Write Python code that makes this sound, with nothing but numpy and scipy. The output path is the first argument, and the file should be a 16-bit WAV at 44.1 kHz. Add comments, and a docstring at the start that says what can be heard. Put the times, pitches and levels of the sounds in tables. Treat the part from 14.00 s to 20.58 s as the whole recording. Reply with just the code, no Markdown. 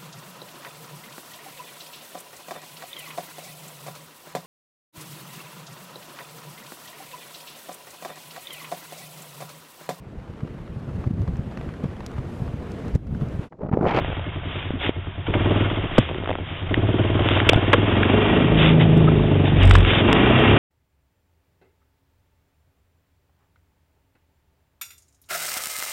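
"""A single-cylinder four-stroke quad idles outdoors, is blipped once, then revs up and pulls away.
Each firing excites silencer and tailpipe resonances, and noise bursts roughen its bark.
Crank harmonics shake the bodywork; noise and pulses through resonances make the valve gear clatter.
A small narrow-band camera is handled close by: shaped noise rubs and scrapes, and dying tones knock.
Loud moments overload its input, which clips, folds and fizzes."""
import sys
import numpy as np
from scipy import signal
from scipy.fft import rfft, irfft, next_fast_len
from scipy.io import wavfile
from scipy.ndimage import uniform_filter1d, minimum_filter1d, map_coordinates

SR = 44100
rng = np.random.default_rng(int(sys.argv[2]) if len(sys.argv) > 2 else 0)


def unload_wav(signal):
    """Save mono or channel-first audio to the path in sys.argv[1] as 16-bit WAV at rate SR, clipped to [-1, 1]."""
    wavfile.write(
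        sys.argv[1],
        SR,
        np.round(np.clip(np.atleast_2d(signal).T, -1, 1) * 32767).astype(np.int16),
    )


N = 290178  # length [samples]

# tailpipe resonances: (centre [Hz], width [Hz], level [dB])
TAILPIPE_MODES = [(80, 14, -9), (132, 22, -4), (161, 12, 0)]
# intake airbox resonances: (centre [Hz], width [Hz], level [dB])
AIRBOX_MODES = [(692, 23, 8.5), (1446, 30, 12.5), (2150, 14, 10.5), (2330, 31, 9.5), (2770, 40, -4),
                (2810, 33, 0), (3195, 150, 1)]
# spectrum of the clatter and intake rush: (frequency [Hz], level [dB per Hz])
RATTLE_SPECTRUM = [(150, -38), (450, 4), (750, 3), (1050, 3), (1700, -0.5), (2300, -3), (3000, 0),
                   (3700, -5), (5000, -10.5)]


def amp(db):
    """Decibels to gain."""
    return 10 ** (np.asarray(db) / 20)


def unit(x):
    """Scaled to rms 1."""
    return x / np.sqrt(np.mean(x ** 2) + 1e-20)


def steady(x):
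    """Held near rms 1 over a sliding fraction of a second, whatever the firing rate."""
    power = uniform_filter1d(uniform_filter1d(x * x, size=SR // 5), size=SR // 5)
    return x / np.sqrt(np.abs(power) + 1e-20)


def curves(rows):
    """One value per sample for each column after the time."""
    s, *cols = np.transpose(rows)
    return [np.interp(np.arange(N) / SR, s, c) for c in cols]


def wobble(rate):
    """A smooth random curve, rate knots a second."""
    knots = rng.standard_normal(int(N * rate / SR) + 4)
    return map_coordinates(knots, [np.arange(N) * rate / SR])


def filtered(x, response):
    """x times a complex response of frequency."""
    m = next_fast_len(N + SR // 2)
    return irfft(rfft(x, m) * response(np.fft.rfftfreq(m, 1 / SR)), m)[:N]


def soft(x, hz):
    """x through a gentle low-pass without phase shift, 6 dB down at hz."""
    return filtered(x, lambda f: 1 / (1 + (f / hz) ** 4))


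def coloured(x, points):
    """x through a spectrum of (Hz, dB) points."""
    f, db = np.transpose(points)
    return filtered(x, lambda hz: amp(np.interp(np.log(hz + 1), np.log(f), db)))


def ring(x, modes):
    """x through a set of resonances of alternating sign."""
    def response(f):
        total = 0
        for k, (hz, width, db) in enumerate(modes):
            damping = 1j * f * width
            total = total + (-1) ** k * amp(db) * damping / (hz * hz - f * f + damping)
        return total
    return filtered(x, response)


def pulses(cycle, at, scatter_db, jitter):
    """One impulse per cycle at the given fraction of it, uneven in size and timing [s]."""
    beats = np.arange(np.ceil(cycle[-1]))
    size, shift = rng.standard_normal((len(beats), 2)).T
    where = np.interp(beats + at, cycle, np.arange(N)) + jitter * SR * shift
    return np.bincount(np.clip(where, 0, N - 1).astype(int), amp(scatter_db * size), N)


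def puffs(train, t60):
    """Every impulse lets out a dying burst of turbulence."""
    envelope = signal.lfilter([1], [1, -amp(-60 / (t60 * SR))], train)
    return unit(envelope * rng.standard_normal(N))


def baffled(train, t60):
    """Echoes between the silencer's baffles smear every pulse alike, nearly keeping its colour."""
    t = np.arange(SR // 8) / SR
    echoes = rfft(rng.standard_normal(len(t)) * amp(-60 * t / t60))
    # flattened spectrum: only the echoes' phases remain
    smear = irfft(echoes / np.abs(echoes), len(t))[:SR // 16]
    return unit(signal.fftconvolve(train, smear)[:N])


def exhaust(cycle, speed, boom_db, drone_db, bark_db):
    """Each blow-down rings the silencer and tailpipe; its gas jet roughens the higher resonances."""
    # silencer resonances: (centre [Hz], width [Hz], level [dB])
    silencer_modes = [(88.2, 12, 2.5), (109, 12, -11.5)]
    # broad second chamber that rounds off each thump: (centre [Hz], width [Hz], level [dB])
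    outlet_modes = [(97, 44, 0)]
    # bark resonances, which change with the gas flow:
    # (centre [Hz], width [Hz], level at low speed [dB], level at high speed [dB])
    bark_modes = [(189, 79, -3.5, 1), (283.4, 56, 3, 3), (341.8, 47, 2.5, 1), (426, 26.5, 0, 3.5),
                  (575, 160, -5.5, -8), (683.5, 90, -4, -5), (930, 620, -13.5, -13.5)]
    hot_lead = .08  # hot gas leaves this share of a cycle earlier
    echo_s, echo_db = .0106, -3
    stroke_hz = 480  # well above this the bark is turbulence; below, turbulence grows with speed

    effort = np.clip((speed - 10) / 16, 0, 1)
    heat = np.clip((speed - 10) / 6, 0, 1)
    fast = np.clip((speed - 19) / 6, 0, 1)
    stroke = cycle + hot_lead * heat
    fire = pulses(stroke, at=-.1, scatter_db=1.2, jitter=.00014)
    # the piston pushes out the rest
    sweep = pulses(stroke, at=.4, scatter_db=1.5, jitter=.00015)

    push = amp(-15.0) * puffs(fire, t60=0.37) - unit(fire)
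    # hotter gas raises the silencer's note
    hot_modes = [(hz * 1.161, width, db) for hz, width, db in silencer_modes]
    chamber = ring(push * (1 - heat), silencer_modes) + ring(push * heat, hot_modes)
    boom = steady(soft(ring(chamber, outlet_modes), hz=300))

    pipe_push = baffled(fire + effort * sweep / 3, t60=.08) + amp(-14) * puffs(fire, t60=.1)
    drone = steady(soft(ring(pipe_push, TAILPIPE_MODES), hz=330))

    # at low effort each chug comes back once from the end of the pipe
    returned = filtered(fire * (1 - effort),
                        lambda f: amp(echo_db) * np.exp(-2j * np.pi * f * echo_s))
    strokes = baffled(fire + returned, t60=.11)
    strokes = strokes + amp(-4.5) * effort ** 2 * baffled(sweep, t60=.1)

    # every firing tears the gas differently; with speed a continuous jet joins the puffs
    jet = pulses(cycle, at=-.05, scatter_db=2, jitter=.001)
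    gas = amp(-4 + 2 * fast) * puffs(jet, t60=.11) + amp(-14 + 9 * fast) * rng.standard_normal(N)
    flow = soft(strokes, stroke_hz) + gas - (.8 - .35 * fast) * soft(gas, stroke_hz)
    slow_modes = [(hz, width, low_db) for hz, width, low_db, _ in bark_modes]
    fast_modes = [(hz, width, high_db) for hz, width, _, high_db in bark_modes]
    voiced = ring(flow * (1 - fast), slow_modes) + ring(flow * fast, fast_modes)
    bark = steady(coloured(voiced, [(120, -23), (200, 0.5), (290, 0), (800, 0.5),
                                    (1600, -27.5), (3500, -6)]))
    return amp(boom_db) * boom + amp(drone_db) * drone + amp(bark_db + wobble(14)) * bark


def shake(cycle, speed, level_db):
    """The crank turns twice per firing and jolts the frame once a turn, harder where the camera rests."""
    # the camera rests on the shaking bodywork
    press_start_s, press_end_s, press_ramp_s, press_db = 5.51, 5.95, .16, 17.3
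    chatter_db, chatter_t60_s = -21.5, .014
    # loose panels: a steady rumble, a part that grows with the shake, and its rise when pressed
    rumble_db, under_shake_db, rumble_pressed_db = -34.5, -2.5, 9

    t = np.arange(N) / SR
    pressed = np.clip(np.minimum(t - press_start_s, press_end_s - t) / press_ramp_s, 0, 1)
    crank = 4 * np.pi * (cycle - .15)
    # with speed the second order takes over; pressing sharpens the jolt with higher orders
    fast = np.clip((speed - 19) / 6, 0, 1)
    jolt = amp(2 - 3.5 * fast * (1 - pressed)) * np.cos(crank)
    jolt += amp(-1 + 4.5 * fast) * np.cos(2 * crank)
    jolt += amp(-11 + 4 * pressed) * np.cos(3 * crank)
    jolt += amp(-15) * pressed * np.cos(4 * crank)
    jolt_db = level_db + press_db * pressed + 0.53 * (1 - pressed) * wobble(14)

    rumble = unit(coloured(rng.standard_normal(N), [(10, -29.5), (35, -3.5), (62, 3),
                                                    (140, 0), (300, -23)]))
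    rumble_gain = amp(rumble_db) + amp(level_db + under_shake_db + rumble_pressed_db * pressed)
    # the pressed shell taps the bodywork near the top of every jolt
    taps = pulses(2 * cycle, at=.27, scatter_db=2, jitter=.0003)
    chatter = amp(chatter_db) * pressed * puffs(taps, chatter_t60_s)
    return amp(jolt_db) * jolt + chatter + rumble_gain * rumble


def clatter(cycle, speed, level_db):
    """The intake rings the airbox ahead of each firing; with speed chain and gears ring the casing more."""
    # engine block resonances: (centre [Hz], width [Hz], level [dB])
    casing_modes = [(1210, 300, -7.5), (1420, 13, 8.5), (1910, 14, 12), (2384, 37, 14), (2746, 73, 8),
                    (3020, 38, 6.5), (3360, 26, 3)]
    # parts of the clatter, and their change at high speed
    rush_db, casing_db, casing_fast_db, airbox_db, airbox_fast_db = 0.5, -17, 9.5, -8, -3.5

    fast = np.clip((speed - 18) / 8, 0, 1)
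    gulps = puffs(pulses(cycle, at=.71, scatter_db=2, jitter=.0006), t60=.07)
    gears = baffled(pulses(cycle, at=.9, scatter_db=1, jitter=0), t60=.2)
    chain = unit(rng.standard_normal(N) * amp(2.1 * wobble(350)))
    mixture = chain + amp(-5) * gears + amp(-6 - 4 * fast) * gulps
    rush = steady(coloured(mixture, RATTLE_SPECTRUM))
    casing = steady(ring(gears + amp(2) * chain, casing_modes))
    airbox = steady(ring(gulps + amp(-3) * chain, AIRBOX_MODES))
    return amp(level_db) * (amp(rush_db) * rush
                            + amp(casing_db + casing_fast_db * fast) * casing
                            + amp(airbox_db + airbox_fast_db * fast) * airbox)


def at_speed(speed):
    """The level of each engine part [dB] at this firing rate."""
    # mix against revs: (firing rate [1/s], silencer boom [dB], tailpipe drone [dB],
    # exhaust bark [dB], crank shake [dB], clatter [dB])
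    part_levels = [(9.58, -32, -41.5, -40.5, -52, -43), (11.46, -30, -35, -34, -36.5, -38),
                   (18.63, -20.5, -32.5, -23.5, -34.5, -34), (26.64, -23.5, -29, -18, -28, -28),
                   (29, -31.5, -34, -15.5, -26, -29), (36.8, -18, -48, -16, -23, -27)]
    rates, *cols = np.transpose(part_levels)
    return [np.interp(speed, rates, c) for c in cols]


def engine():
    """Speed and throttle set the level of every part; the camera's place shifts their balance."""
    # idle, one blip, a run-up, a sag and the pull away: (time [s], firing rate [1/s])
    speed_curve = [(0, 11.86), (.2, 10.77), (1.24, 8.9), (1.38, 19.05), (1.6, 20.45), (1.99, 10.27),
                   (2.64, 9.33), (2.78, 17.29), (2.98, 19.12), (3.66, 18.88), (4.28, 26.57), (4.97, 26.83),
                   (5.42, 24.13), (5.66, 23.58), (5.95, 21.04), (6.11, 26.81), (6.58, 36.95)]
    # the camera is carried past the tailpipe: (time [s], nearness [0-1])
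    near_curve = [(4.28, 0), (4.7, 0.9), (5.65, 0.92), (6.1, 0.36)]
    # clatter offset as the hand covers and uncovers the microphone: (time [s], level [dB])
    cover_curve = [(0, 3), (1.1, -0.5), (1.55, 5), (2.85, 1), (3.4, 7.5), (4.35, 4), (4.75, -7.5),
                   (5.45, -5), (5.95, 1), (6.15, 8)]
    throttle_lead_s = 0.053  # the exhaust follows the throttle, this far ahead of the speed
    # level changes at nearness 1
    near_boom_db, near_drone_db, near_bark_db, near_shake_db = -2, 12, -1, 5.5
    in_tune_db = 5.5  # the near tailpipe sings when the sixth firing harmonic meets its note

    speed, near, cover_db = curves(speed_curve)[0], curves(near_curve)[0], curves(cover_curve)[0]
    cycle = np.cumsum(speed) / SR  # one firing per cycle
    throttle = speed + throttle_lead_s * uniform_filter1d(np.gradient(speed) * SR, size=SR // 16)
    boom_db, drone_db, bark_db, _, _ = at_speed(throttle)
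    *_, shake_db, clatter_db = at_speed(speed)
    note, width, _ = TAILPIPE_MODES[-1]
    in_tune = 1 / (1 + (2 * (6 * speed - note) / width) ** 2)
    pipe = exhaust(cycle, speed, boom_db + near_boom_db * near,
                   drone_db + near * (near_drone_db + in_tune_db * in_tune),
                   bark_db + near_bark_db * near)
    body = shake(cycle, speed, shake_db + near_shake_db * near)
    return pipe + body + clatter(cycle, speed, clatter_db + cover_db)


def ticks():
    """Small contacts at uneven moments while the grip shifts, as rows like the knocks."""
    # flurries of ticks: (start [s], end [s], level [dB], pitch [Hz])
    fumbles = [(0.052, .19, -12.5, 535), (2.074, 2.42, -11, 383), (3.18, 3.43, -24, 1080)]
    gap_s, t60_s, scatter_db = .022, .006, 3
    rows = []
    for start, end, db, hz in fumbles:
        draws = rng.standard_normal(size=(32, 3))
        for s, (late, size, tone) in zip(np.arange(start, end, gap_s), draws):
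            rows.append((s + late * gap_s / 4, db + scatter_db * size, hz * 2 ** (tone / 4), t60_s))
    return rows


def knocks():
    """Each contact or engine thump is a short, dead ring and a crack; higher-pitched ones crack more."""
    # knocks on the camera shell; the low thumps at 4.555 and 4.897 s are engine peaks
    # overloading the input: (time [s], level [dB], pitch [Hz], t60 [s])
    hits = [(.706, 1, 270, 0.0046), (.737, -19, 256, 0.12), (.893, 2, 340, 0.009), (1.982, 2.5, 510, 0.027),
            (1.986, 11.5, 225.4, 0.02), (1.992, -3.5, 121, 0.054), (2.09, -18, 900, .014),
            (2.146, -3, 885, 0.0025), (2.149, -23, 370, 0.11), (2.226, -10, 750, 0.0025),
            (2.244, -18, 1390, 0.0049), (2.259, -15.5, 1190, 0.0058), (2.275, -5, 605, 0.0046),
            (2.29, -16, 1020, 0.0085), (2.294, -4.5, 554, 0.0078), (2.305, -5, 566, .008),
            (2.313, -5, 570, 0.0081), (2.329, -14, 910, 0.0057), (2.354, -5, 880, 0.0026),
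            (3.192, -10.5, 600, 0.022), (3.243, -13, 1300, 0.0024), (3.288, -1, 1980, 0.0034),
            (3.402, -5, 1460, 0.0069), (3.495, 10.5, 464, 0.01), (3.533, 8.5, 664, 0.0076),
            (3.543, -30.5, 3450, 0.024), (3.56, 7.5, 96.4, 0.013), (3.733, -3, 570, 0.029),
            (3.743, -5.5, 480, 0.044), (4.555, -1, 200, 0.01), (4.897, -5, 131, 0.023),
            (5.711, 3, 900, 0.0055), (5.753, 1.5, 1100, 0.011), (5.849, -21.5, 3300, 0.011),
            (6.129, -1, 3340, 0.0031)]
    crack_db, crack_db_per_octave = 4, 10.5  # crack noise over ring for a 1 kHz hit
    out, t = np.zeros(N + SR), np.arange(SR // 8) / SR
    for s, db, hz, t60 in list(hits) + ticks():
        octaves = np.log2(hz / 1000)
        crack = amp(crack_db + crack_db_per_octave * octaves) * rng.standard_normal(len(t))
        burst = -np.sin(2 * np.pi * hz * t) + crack
        envelope = amp(db - 60 * t / t60) * (1 - np.exp(-t / 0.00039))
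        out[round(s * SR):][:len(t)] += envelope * burst
    return out[:N]


def rubs():
    """Skin sticks and slips on the plastic shell in a fine, uneven grain."""
    # fingers sliding over the camera: (start [s], end [s], level [dB], swell from start to end [dB])
    strokes = [(0.438, 0.763, -31, -7), (0.787, 0.911, -21.5, 5), (1.931, 2.136, -29, -21),
               (2.435, 2.71, -33, -10.5), (3.226, 3.425, -23, 7), (4.561, 4.754, -16.5, -11.5),
               (4.793, 4.874, -23.5, -29), (5.431, 5.516, -24, 1.5), (5.56, 5.657, -20.5, 22),
               (5.663, 5.848, -24.5, -7), (5.835, 6.033, -15, 3.5)]
    # spectrum of the rub: (frequency [Hz], level [dB per Hz])
    skin_spectrum = [(60, -37.5), (250, 1), (700, -4), (1500, -5.5), (2500, -3), (3500, -1.5),
                     (5000, -10.5)]
    t, pressure = np.arange(N) / SR, np.zeros(N)
    for start, end, db, swell_db in strokes:
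        u = np.clip((t - start) / (end - start), 0, 1)
        pressure += amp(db + swell_db * (u - .5)) * np.abs(np.sin(np.pi * u)) ** 0.8
    grain = rng.standard_normal(N) * amp(1.8 * wobble(500) + 0.4 * wobble(31))
    return pressure * unit(coloured(grain, skin_spectrum))


def snaps():
    """The throttle snaps open: the first intake strokes suck hard through the airbox."""
    # hard intake strokes: (time [s], level [dB])
    gasps = [(1.267, -27), (1.338, -17)]
    t60_s = 0.077
    t, air = np.arange(N) / SR, rng.standard_normal(N)
    draw = sum((t >= s) * amp(db - 60 * np.abs(t - s) / t60_s) for s, db in gasps)
    return draw * unit(unit(coloured(air, RATTLE_SPECTRUM)) + unit(ring(air, AIRBOX_MODES)))


def skids():
    """The shell judders across the bodywork: a hard contact skips over many tiny catches."""
    # short scrapes: (start [s], length [s], level [dB], pitch [Hz])
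    scrapes = [(1.98, .012, -10.5, 1023), (2.742, 0.0038, -11, 1530), (3.368, 0.0075, -18.5, 1100),
               (3.4895, 0.0104, 1, 3200), (3.7305, 0.014, -3, 1140), (4.029, .008, -11.5, 1700),
               (5.71, 0.0038, -0.5, 1915), (5.752, .007, -6, 1700), (6.085, 0.062, -21, 1053)]
    width, rise = 0.63, 0.2  # resonance width over its pitch; rise as a share of the length
    t, out = np.arange(N) / SR, np.zeros(N)
    catches = rng.standard_normal(N) * amp(1.8 * wobble(900))
    for s, length, db, hz in scrapes:
        u = (t - s) / length
        force = np.sqrt(np.clip(np.minimum(u / rise, 1 - u), 0, 1))
        out += amp(db) * force * unit(ring(catches, [(hz, width * hz, 0)]))
    return out


def squeak():
    """A fingertip slips on the plastic in one short, rough, rising blip."""
    start_s, length_s, level_db, from_hz, to_hz = 5.071, 0.024, -17, 1210, 1380
    u = np.clip((np.arange(N) / SR - start_s) / length_s, 0, 1)
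    hz = from_hz + (to_hz - from_hz) * u
    phase = 2 * np.pi * np.cumsum(hz) / SR + 0.5 * wobble(800)
    return amp(level_db) * np.sin(np.pi * u) ** 2 * np.sin(phase)


def scene():
    """The running engine, with the handling of the camera on top."""
    return (engine() + snaps() + rubs() + knocks() + skids() + squeak())[None]


def limited(x, clip_level):
    """A quick limiter with a 2 dB range tames the mild peaks only."""
    needed = np.clip(amp(-1) * clip_level / (np.abs(x) + 1e-9), amp(-2), 1)
    return x * uniform_filter1d(minimum_filter1d(needed, size=SR // 300), size=SR // 300)


def record(dry):
    """The camera hears a telephone-like band; overloads clip, alias in its slow converter and fizz."""
    # spectrum of the overload fizz: (frequency [Hz], level [dB per Hz])
    fizz_spectrum = [(3000, -20), (5000, 2), (6500, -9.5), (8000, 4.5), (9500, -12.5), (15000, -18.5)]
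    band_hz, converter_hz, top_hz = 3720, 8000, 15850
    clip_level, fizz_db = .7, -31.5

    banded = filtered(dry[0], lambda hz: 1 / np.sqrt((1 + (hz / band_hz) ** 64)
                                                     * (1 + (hz / band_hz) ** 26)))
    narrow = limited(banded, clip_level)
    # sampling mirrors the clipped sound about the converter rate; the low-pass keeps what folds back
    sampler = 1 + 2 * np.cos(2 * np.pi * converter_hz * np.arange(N) / SR)
    sampled = np.clip(narrow, -clip_level, clip_level) * sampler
    converted = filtered(sampled, lambda hz: 1 / np.sqrt(1 + (2 * hz / converter_hz) ** 160))
    # the second clipping crackles above the band
    clipped = np.clip(converted, -clip_level, clip_level)
    voiced = coloured(clipped, [(4000, -0.5), (5000, 6.5), (6500, 1.5), (8000, 5.0),
                                (10000, -0.5), (15000, -4.0)])

    over = 1. 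* (np.abs(narrow) > clip_level)
    overload = uniform_filter1d(uniform_filter1d(over, size=SR // 200), size=SR // 130)
    hiss = rng.standard_normal(N) * amp(4 * wobble(700))
    fizz = amp(fizz_db) * overload * unit(coloured(hiss, fizz_spectrum))
    return filtered(voiced + fizz, lambda hz: hz < top_hz)[None]


dry = scene()
out = record(dry)
unload_wav(out)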